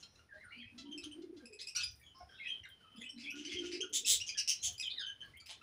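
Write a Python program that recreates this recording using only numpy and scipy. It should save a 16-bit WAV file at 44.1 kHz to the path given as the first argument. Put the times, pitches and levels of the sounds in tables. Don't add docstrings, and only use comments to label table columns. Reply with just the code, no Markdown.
import sys
import numpy as np
from scipy import signal
from scipy.fft import rfft, irfft
from scipy.io import wavfile

SR = 44100
rng = np.random.default_rng(int(sys.argv[2]) if len(sys.argv) > 2 else 0)


def convert_level_to_amplitude(level_db):
    exponent = np.asarray(level_db, float) / 20
    return 10 ** exponent


def bounce(signal):
    frames = np.transpose(np.atleast_2d(signal))
    limited = np.clip(frames, -1, 1)
    pcm = np.round(limited * 32767).astype(np.int16)
    wavfile.write(sys.argv[1], SR, pcm)


N = 247842


def at_hz(points, hz):
    table_hz, table_db = np.transpose(points)
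    return np.interp(np.log(np.maximum(hz, 1)), np.log(table_hz), table_db)


def coloured(x, points):
    gain = convert_level_to_amplitude(at_hz(points, np.fft.rfftfreq(len(x), 1 / SR)))
    return irfft(rfft(x) * gain, len(x))


def rms_one(x):
    return x / np.sqrt(np.mean(x ** 2))


def noise_band(points):
    return rms_one(coloured(rng.standard_normal(N), points))


def wobble(rate_hz):
    r = np.exp(-2 * np.pi * rate_hz / SR)
    noise = rng.standard_normal(N + SR)
    return rms_one(signal.lfilter([1], [1, -2 * r, r * r], noise)[SR:])


def add(out, start_s, sound):
    i = round(start_s * SR)
    out[i:i + len(sound)] += sound[:N - i]


def wing_push():
    # (time [s], length [s], level [dB])
    beats = [(0.146, .06, -73), (0.457, 0.12, -67), (0.665, 0.036, -58), (.81, .05, -73),
             (1.047, 0.089, -71), (1.38, 0.069, -74), (1.847, 0.28, -61.5), (2.24, 0.048, -65),
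             (2.622, 0.048, -61.5), (3.55, 0.034, -58.5), (3.664, 0.083, -61), (4.113, 0.11, -56.5),
             (4.674, 0.12, -57.5), (5.297, 0.14, -63.5)]
    steady_db, rise_share = -75, 0.36
    t = np.arange(N) / SR
    gain = np.full(N, convert_level_to_amplitude(steady_db))
    for s, length_s, level_db in beats:
        rise = (s - t) / (rise_share * length_s)
        fall = (t - s) / length_s
        gain += convert_level_to_amplitude(level_db) * np.exp(-2 * np.maximum(rise, fall))
    return gain


def air():
    # (frequency [Hz], level [dB per Hz])
    rumble_db = [(18, -62), (30, -29), (48, -2), (70, 5.5), (104, 5.5), (141, -7.5), (170, -15.5),
                 (220, -15), (370, -120)]
    # (frequency [Hz], level [dB per Hz])
    hiss_db = [(88, -5), (150, 5), (249, 3), (1090, -7.5), (1670, -6), (2320, -8.5), (3050, -11),
               (4160, -14), (4960, -12.5), (7900, -25), (9600, -14), (11900, -29), (15600, -25)]
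    # (time [s], length [s], level [dB])
    rustles = [(1.91, .04, -69), (1.955, .03, -69), (1.997, .03, -67), (2.185, .004, -68),
               (2.688, .02, -63), (3.895, .012, -70), (4.726, .02, -60), (4.781, .004, -57),
               (4.868, .004, -57), (5.371, .008, -57), (5.46, .03, -62), (5.259, .004, -68)]
    out = noise_band(rumble_db) * wing_push() * convert_level_to_amplitude(0.91 * wobble(5))
    out += noise_band(hiss_db) * convert_level_to_amplitude(-72.5 + 2.2 * wobble(5.1))
    bright = noise_band([(3000, -71), (9500, 9.5), (12500, -1), (15000, 5.5)])
    for s, length_s, level_db in rustles:
        t = np.arange(round(3 * length_s * SR)) / SR
        add(out, s, convert_level_to_amplitude(level_db) * np.exp(-t / length_s) * bright[round(s * SR):][:len(t)])
    return out


def voice(pitch_hz, overtone_db):
    phase = 2 * np.pi * np.cumsum(pitch_hz) / SR
    out = np.sin(phase)
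    for k in range(2, int(15500 / np.median(pitch_hz)) + 1):
        out += convert_level_to_amplitude(overtone_db(k)) * np.sin(k * phase + k * k)
    return np.sqrt(2) * out


def sung(rows, shake, throb, unsteady, throb_db, overtone_db):
    s, pitch_hz, level_db = np.transpose(rows)
    t = np.arange(s[0], s[-1], 1 / SR)
    at = (t * SR).astype(int) % N
    edge = np.clip(np.minimum(t - s[0], s[-1] - t) / 0.0016, 0, 1)
    tone = voice(np.interp(t, s, pitch_hz) * (1 + unsteady * shake[at]), overtone_db)
    return convert_level_to_amplitude(np.interp(t, s, level_db) + throb_db * throb[at]) * edge * tone


def dove():
    # (time [s], level [dB])
    opening_times = [
        (.55, -53),
        (2.949, -48),
    ]
    # (time from start [s], pitch [Hz], level [dB])
    opening_curve = [
        (0, 256, -16),
        (.04, 221.7, -7),
        (0.111, 250, -20.5),
    ]
    # (time [s], pitch [Hz], level [dB])
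    coo_notes = [
        [(.72, 246, -66), (.76, 244.7, -60.5), (.9, 305.4, -50), (1.1, 318, -51.5), (1.13, 317, -71),
         (1.17, 347, -47), (1.36, 328, -52.5), (1.47, 231, -64)],
        [(1.42, 524, -67.5), (1.49, 487, -65), (1.53, 413, -59.5), (1.68, 418, -78.5)],
        [(3.12, 268, -72), (3.17, 251.3, -55), (3.32, 283, -64.5), (3.35, 282.4, -53), (3.6, 358.6, -44.5),
         (3.84, 356, -46), (3.9, 360, -82)],
        [(3.9, 405, -63.5), (4.03, 431, -62), (4.07, 457, -71), (4.14, 439, -61), (4.18, 445, -80)],
        [(3.9, 293, -64), (4.08, 275, -69.5)],
    ]
    flutter_hz = 48.0 * (1 + 0.296 * wobble(8.12))
    flutter = np.sin(2 * np.pi * np.cumsum(flutter_hz) / SR) + 0.7 * wobble(29)
    flutter = np.minimum(flutter, 1)
    out, shake = np.zeros(N), wobble(39.0)
    openings = [[(s + u, hz, level_db + db) for u, hz, db in opening_curve] for s, level_db in opening_times]
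    for rows in openings + coo_notes:
        note = sung(rows, shake, flutter, unsteady=.065, throb_db=5, overtone_db=lambda k: -18 * k)
        add(out, rows[0][0], note)
    return out


def warbles(shake, throb):
    # (time [s], pitch [Hz], level [dB])
    warble_curves = [
        [(0.29, 1860, -63.5), (0.33, 1572, -63), (0.42, 2137, -64.5), (0.444, 1503, -56), (0.52, 1322, -70.5)],
        [(0.5, 1614, -69), (0.518, 2300, -56), (0.594, 2586, -69), (0.63, 2170, -60)],
        [(0.52, 2844, -60), (0.594, 3040, -69), (0.616, 3335, -51.5), (0.66, 2600, -90)],
        [(2.396, 2150, -60), (2.406, 2112, -49), (2.418, 2300, -60), (2.44, 2610, -52), (2.475, 2480, -51),
         (2.5, 2800, -56)],
        [(2.29, 3247, -68), (2.424, 3320, -66), (2.51, 3200, -45), (2.62, 3020, -77)],
        [(2.7, 3193, -55.5), (2.758, 3085, -76), (2.97, 3040, -66)],
        [(3.045, 2600, -60), (3.068, 3030, -56), (3.09, 3070, -51), (3.11, 3000, -62)],
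        [(3.25, 2920, -67), (3.264, 2212, -47.5), (3.33, 2990, -54.5)],
        [(4.825, 3920, -43.5), (4.847, 3255, -39.5), (4.87, 3080, -46), (4.895, 3000, -55), (4.915, 3600, -42),
         (4.93, 3700, -52)],
        [(4.962, 4200, -56), (4.985, 3800, -41), (5.01, 3500, -44), (5.035, 3050, -48), (5.05, 2950, -62)],
        [(4.96, 2107, -65), (5.02, 1500, -50), (5.055, 1520, -66), (5.09, 1650, -55), (5.12, 1600, -64)],
    ]
    out = np.zeros(N)
    for rows in warble_curves:
        note = sung(rows, shake, throb, unsteady=.02, throb_db=4.0, overtone_db=lambda k: -34 - 4.0 * (k - 2))
        add(out, rows[0][0], note)
    return out


def chirp_rows():
    # (time [s], length [s], goal pitch [Hz], level [dB], second partial [dB])
    cheeps = [(1.036, 0.017, 3240, -46, 2), (1.111, 0.017, 3113, -50, -10), (1.453, 0.025, 2674, -60, 6),
              (1.524, 0.032, 2597, -60, 2), (1.607, 0.029, 2566, -55, 14), (1.667, 0.022, 2590, -55, 10),
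              (1.675, .029, 2800, -51.5, 13), (1.749, 0.019, 2404, -45.5, 10.5),
              (1.76, 0.015, 2810, -40.5, 11.5), (1.833, .012, 2482, -39, 9.5),
              (2.471, 0.055, 3154, -48, -10), (4.778, 0.025, 2480, -61.5, 18),
              (5.399, 0.016, 2297, -60, 13), (5.459, .016, 2560, -58.5, 11.5),
              (5.363, 0.024, 3230, -57.5, -21)]
    # (time [s], length [s], goal pitch [Hz], level [dB])
    back_cheeps = [
        (3.301, 0.018, 2925, -49),
        (3.387, 0.023, 3160, -53.5),
        (3.446, .026, 3100, -50),
        (3.583, .02, 3110, -51.5),
        (3.717, 0.02, 2990, -53),
        (3.804, 0.025, 3283, -39),
        (4.045, .025, 2745, -41.5),
        (4.199, 0.03, 2850, -41),
    ]
    # (time [s], length [s], pitch [Hz], level [dB])
    peeps = [(.369, 0.056, 4000, -69.5), (.439, 0.028, 9100, -63.5), (.628, 0.015, 1965, -57),
             (.575, .02, 4640, -56), (.911, 0.03, 3100, -50), (.914, .03, 6100, -58),
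             (1.396, .04, 1588, -66), (1.993, .05, 1850, -72), (2.013, .044, 2283, -65.5),
             (2.035, 0.05, 3320, -59.5), (2.059, 0.11, 3020, -67), (2.199, 0.042, 729, -55),
             (2.652, .0093, 3770, -52), (2.29, .11, 1530, -61), (2.98, 0.063, 452, -66),
             (3.078, 0.064, 7860, -73), (3.009, 0.017, 2015, -55.5), (3.089, 0.05, 5440, -51.5),
             (3.161, .057, 4000, -61), (3.238, 0.045, 3300, -51), (3.493, 0.038, 3367, -48),
             (3.514, 0.056, 2117, -53), (4.342, 0.011, 3270, -45), (4.615, 0.03, 6250, -42),
             (4.585, .04, 4050, -56), (2.632, .015, 2780, -56), (2.378, .02, 2700, -62),
             (1.598, .025, 4000, -56), (5.54, .02, 4200, -62), (5.415, .02, 1320, -66),
             (5.505, .014, 10300, -58), (5.21, .03, 6200, -64), (5.055, .06, 6200, -55),
             (2.945, .03, 1250, -66), (2.955, .02, 2650, -60), (4.873, 0.014, 2525, -45),
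             (4.821, 0.015, 2054, -54), (4.997, 0.025, 6400, -52), (5.008, .017, 4420, -50),
             (5.065, 0.016, 3070, -42), (5.082, .04, 3000, -48), (5.204, 0.024, 3050, -45.5),
             (2.835, 0.075, 1290, -64), (4.351, 0.056, 1668, -53), (5.221, 0.04, 1650, -56)]
    # (time [s], length [s], pitch [Hz], level [dB])
    chups = [
        (0.19, 0.023, 1388, -70),
        (2.806, 0.015, 1462, -64),
        (2.958, .023, 4905, -56.5),
        (2.997, 0.048, 3370, -54),
        (3.32, 0.1, 1441, -61.5),
        (3.62, 0.041, 1420, -57),
        (3.829, 0.03, 1440, -55),
        (4.726, 0.035, 3060, -61),
        (5.609, 0.032, 1324, -56.5),
    ]
    # (time [s], length [s], pitch [Hz], level [dB])
    tweets = [
        (.975, 0.02, 2608, -45.5),
        (4.287, 0.02, 2470, -47),
        (4.796, 0.029, 2502, -45),
    ]
    # (time [s], length [s], first pitch [Hz], last pitch [Hz], level [dB])
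    slides = [(2.436, 0.052, 2350, 1876, -53), (2.633, 0.012, 5750, 5650, -54.5),
              (2.648, 0.03, 2300, 1500, -56), (2.98, 0.015, 7400, 7350, -58), (3.035, .04, 7000, 8000, -58),
              (3.09, .04, 8100, 8300, -60), (3.56, 0.0454, 3324, 3165, -44.5),
              (1.759, 0.013, 5500, 5700, -18.5), (1.832, 0.013, 4900, 4958, -23),
              (1.455, .025, 9300, 10500, -58), (1.455, .02, 7000, 7900, -56), (1.528, .03, 7300, 7900, -56),
              (1.535, .03, 10200, 10400, -60), (1.112, .03, 8000, 8900, -57), (3.385, .01, 4000, 6500, -50),
              (2.02, .1, 6300, 6800, -66), (4.991, 0.025, 5050, 4850, -43.5),
              (5.334, 0.033, 1850, 2224, -59.5), (3.299, .025, 9800, 11700, -52),
              (.027, .022, 2700, 3250, -60), (.026, .02, 5000, 5300, -55), (4.9, .03, 3500, 4600, -50),
              (4.79, .025, 5000, 5800, -42), (1.588, .02, 5200, 3400, -54), (3.196, .012, 7200, 7000, -55)]
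    cheep_first_hz, back_first_hz = 2310, 2260
    rows = [(s, d, cheep_first_hz, hz, db, second_db) for s, d, hz, db, second_db in cheeps]
    beak_hz, second_db_per_khz = 2860, -8.5
    for s, d, hz, db in back_cheeps:
        second_db = 6.5 + second_db_per_khz * (hz - beak_hz) / 1e3
        rows.append((s, d, back_first_hz, hz, db, second_db))
    for table, sag, second_db in [(peeps, 0.05, -16), (chups, 0.029, -3.5), (tweets, 0.043, 7.5)]:
        rows += [(s, d, hz * (1 + sag), hz, db, second_db) for s, d, hz, db in table]
    return rows + [(*row, -22) for row in slides]


def chirps(shake, throb):
    onset_s = .003
    turned_away_s = (3.29, 4.35)
    out = np.zeros(N)
    breath = noise_band([(1200, -31.0), (2200, -7.0), (6000, 12.5), (11000, -7.5), (13000, -25)])
    for s, length_s, first_hz, last_hz, level_db, second_db in chirp_rows():
        u = np.linspace(0, 1, round(np.clip(length_s, .005, .3) * SR))
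        at = (round(s * SR) + np.arange(len(u))) % N
        pitch_hz = last_hz + (first_hz - last_hz) * np.exp(-5.5 * u)
        pitch_hz *= 1 + .021 * shake[at]
        fall_db = -22 if turned_away_s[0] < s < turned_away_s[1] else -7
        onset = 0.5 * np.minimum(u * length_s / onset_s, 1) ** 2
        shape = np.minimum(onset + u / 0.75, 1) * np.cos(np.pi * u / 2) ** 0.75
        sound = voice(pitch_hz, lambda k: second_db + fall_db * (k - 2))
        sound += convert_level_to_amplitude(second_db - 14.0) * breath[at]
        add(out, s, convert_level_to_amplitude(level_db + 3.97 * throb[at]) * shape * sound)
    return out


def squawk_calls():
    # (time [s], length [s], pitch [Hz], level [dB], second partial [dB])
    scolds = [
        (.000, 0.024, 3000, -69.5, 10),
        (1.032, 0.026, 1312, -66.5, 2.5),
        (1.589, 0.047, 1998, -65, 7.5),
        (1.752, .078, 1384, -54, 2.5),
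        (1.804, 0.045, 1691, -67.5, 17.5),
    ]
    # (time [s], length [s], pitch [Hz], level [dB])
    chatter = [
        (3.177, 0.11, 2420, -62),
        (3.351, 0.11, 2862, -59),
        (3.44, 0.098, 2337, -60),
        (3.508, 0.068, 2613, -52.5),
        (3.577, 0.11, 2406, -65),
        (3.636, 0.078, 2897, -55),
        (3.711, 0.0742, 2377, -53.5),
        (5.458, 0.028, 2494, -61.5),
        (5.485, 0.069, 3370, -55),
        (5.489, 0.04, 846, -63.5),
    ]
    # (time [s], length [s], pitch [Hz], level [dB])
    croaks = [
        (.027, 0.02, 1340, -68),
        (.155, 0.014, 1300, -81),
        (.779, 0.038, 649.3, -71.5),
        (1.219, 0.018, 676, -83.5),
        (1.366, 0.035, 664, -84),
    ]
    # (time [s], length [s], pitch [Hz], level [dB])
    hoarse = [(.335, 0.058, 595, -61), (.48, 0.2, 4140, -68.5), (.056, 0.23, 5470, -69.5),
              (.85, 0.061, 920, -69), (2.145, .12, 5130, -60), (2.275, 0.14, 5200, -66),
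              (2.147, 0.085, 1029, -61.5), (2.339, 0.25, 3650, -62.5), (2.43, 0.079, 2504, -50.5),
              (2.633, 0.041, 2004, -56.5), (2.969, 0.076, 3260, -58.5), (3.03, 0.04, 2480, -52),
              (4.66, 0.06, 700, -68), (.853, .04, 3000, -63), (1.02, .03, 3800, -59),
              (3.72, .06, 4700, -46), (4.9, 0.031, 3896, -43), (5.236, 0.07, 1072, -71.5),
              (.538, 0.1, 2616, -65), (0.641, 0.088, 2438, -61), (5.225, 0.085, 4250, -70),
              (4.82, .06, 6550, -52), (1.77, .06, 2500, -47), (1.86, .08, 5500, -52),
              (3.196, .03, 4800, -54)]
    # (time [s], length [s], pitch [Hz], level [dB], share of length before the peak [0-1])
    screeches = [
        (3.927, .068, 3350, -40.5, .42),
        (4.052, .12, 3550, -35, .45),
        (4.262, .055, 2900, -53, .4),
        (4.371, .042, 2680, -44.5, .5),
        (4.476, .066, 2720, -42, .22),
        (4.626, .07, 3170, -44, .4),
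    ]
    # (second partial [dB], roughness [0-1])
    kinds = [
        (-2, 0.63),
        (10, .15),
        (-26.5, 0.2),
    ]
    rough, peak_share = .38, .28
    calls = [(*row, rough, peak_share) for row in scolds]
    calls += [(*row, 10.5, rough, peak) for *row, peak in screeches]
    for rows, kind in zip([chatter, croaks, hoarse], kinds):
        calls += [(*row, *kind, peak_share) for row in rows]
    return calls


def squawks(shake, throb):
    # (frequency [Hz], level [dB])
    throat = [(1300, -5), (2500, -3), (4000, 9.5), (6500, 3.5), (8500, -8.5), (11000, -9), (15000, -10.5)]
    pulse_mean_hz, pulse_uneven, pulse_db, pulse_sweep = 205, .17, 12, .2
    rush_share, fizz_db = 1.2, 10.5
    side_on_s, side_on_db = (4.25, 4.45), -14
    out = np.zeros(N)
    rush = noise_band([(1100, -54), (2000, -2.5)] + throat[1:])
    dull = signal.sosfilt(signal.butter(4, 7000, fs=SR, output="sos"), rush)
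    fizz = signal.sosfilt(signal.butter(4, 7000, "high", fs=SR, output="sos"), rush)
    pulse_hz = pulse_mean_hz * (1 + pulse_uneven * wobble(60))
    for s, length_s, call_hz, level_db, second_db, rough, peak in squawk_calls():
        u = np.linspace(0, 1, round(np.clip(length_s, .005, .3) * SR))
        at = (round(s * SR) + 3000 + np.arange(len(u))) % N
        turn = 2 * np.pi * np.cumsum(pulse_hz[at]) / SR
        skew = np.log(.5) / np.log(np.clip(peak, .1, .7))
        shape = np.sin(np.pi * u ** skew) ** 0.8
        push_db = np.clip(level_db + second_db + 15.5, -30, 0) + 20 * np.log10(shape + .03)
        push_db += side_on_db * (side_on_s[0] < s < side_on_s[1])
        bend = rough * (.18 * shake[at] - pulse_sweep * np.cos(turn))
        pitch_hz = call_hz * (1 + 0.046 * np.sin(np.pi * u) + bend)

        def overtone_db(k):
            top_db = .5 * push_db * max(np.log2(k * call_hz / 6500), 0)
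            return second_db + at_hz(throat, k * call_hz) + top_db

        sound = voice(pitch_hz, overtone_db)
        rushing = rush_share * rough ** 2 * dull[at] + convert_level_to_amplitude(fizz_db + 0.45 * push_db) * fizz[at]
        sound += convert_level_to_amplitude(second_db) * shape * rushing
        slap_db = rough * (2.4 * throb[at] + pulse_db * np.sin(turn))
        add(out, max(s, 0), convert_level_to_amplitude(level_db + slap_db) * shape * sound)
    return out


def aviary(x):
    t60_s, treble_t60_s, late_t60_s, late_db = 0.21, 0.15, .45, -27
    t = np.arange(SR) / SR
    noise = rng.standard_normal(SR) * (t > .004)
    dull = signal.sosfilt(signal.butter(2, 5500, fs=SR, output="sos"), noise)
    tail = dull * (convert_level_to_amplitude(-60 * t / t60_s) + convert_level_to_amplitude(late_db - 60 * t / late_t60_s))
    tail += (noise - dull) * convert_level_to_amplitude(-60 * t / treble_t60_s)
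    return signal.fftconvolve(x, tail / np.sqrt(np.sum(tail ** 2)))[:N]


def scene():
    # (frequency [Hz], level [dB])
    microphone_db = [(200, -5.5), (3000, -0.5), (7000, -10.5), (10000, -4.5), (11500, -14), (13000, -22),
                     (14200, -13), (15200, -9)]
    shake, throb = wobble(360), wobble(130)
    flock = chirps(shake, throb) + squawks(wobble(847), throb) + warbles(shake, wobble(74))
    flock = coloured(flock, microphone_db)
    coo = dove()
    echoes = convert_level_to_amplitude(-1.5) * aviary(flock + convert_level_to_amplitude(-6.5) * coo)
    return (flock + echoes + convert_level_to_amplitude(-1.5) * coo + air())[None]


def roll_off(x):
    return signal.sosfilt(signal.butter(12, 16580, fs=SR, output="sos"), x)


def record(dry):
    low_pass = signal.ellip(10, 1, 70, 15550, fs=SR, output="sos")
    return roll_off(signal.sosfilt(low_pass, dry))


dry = scene()
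out = record(dry)
bounce(out)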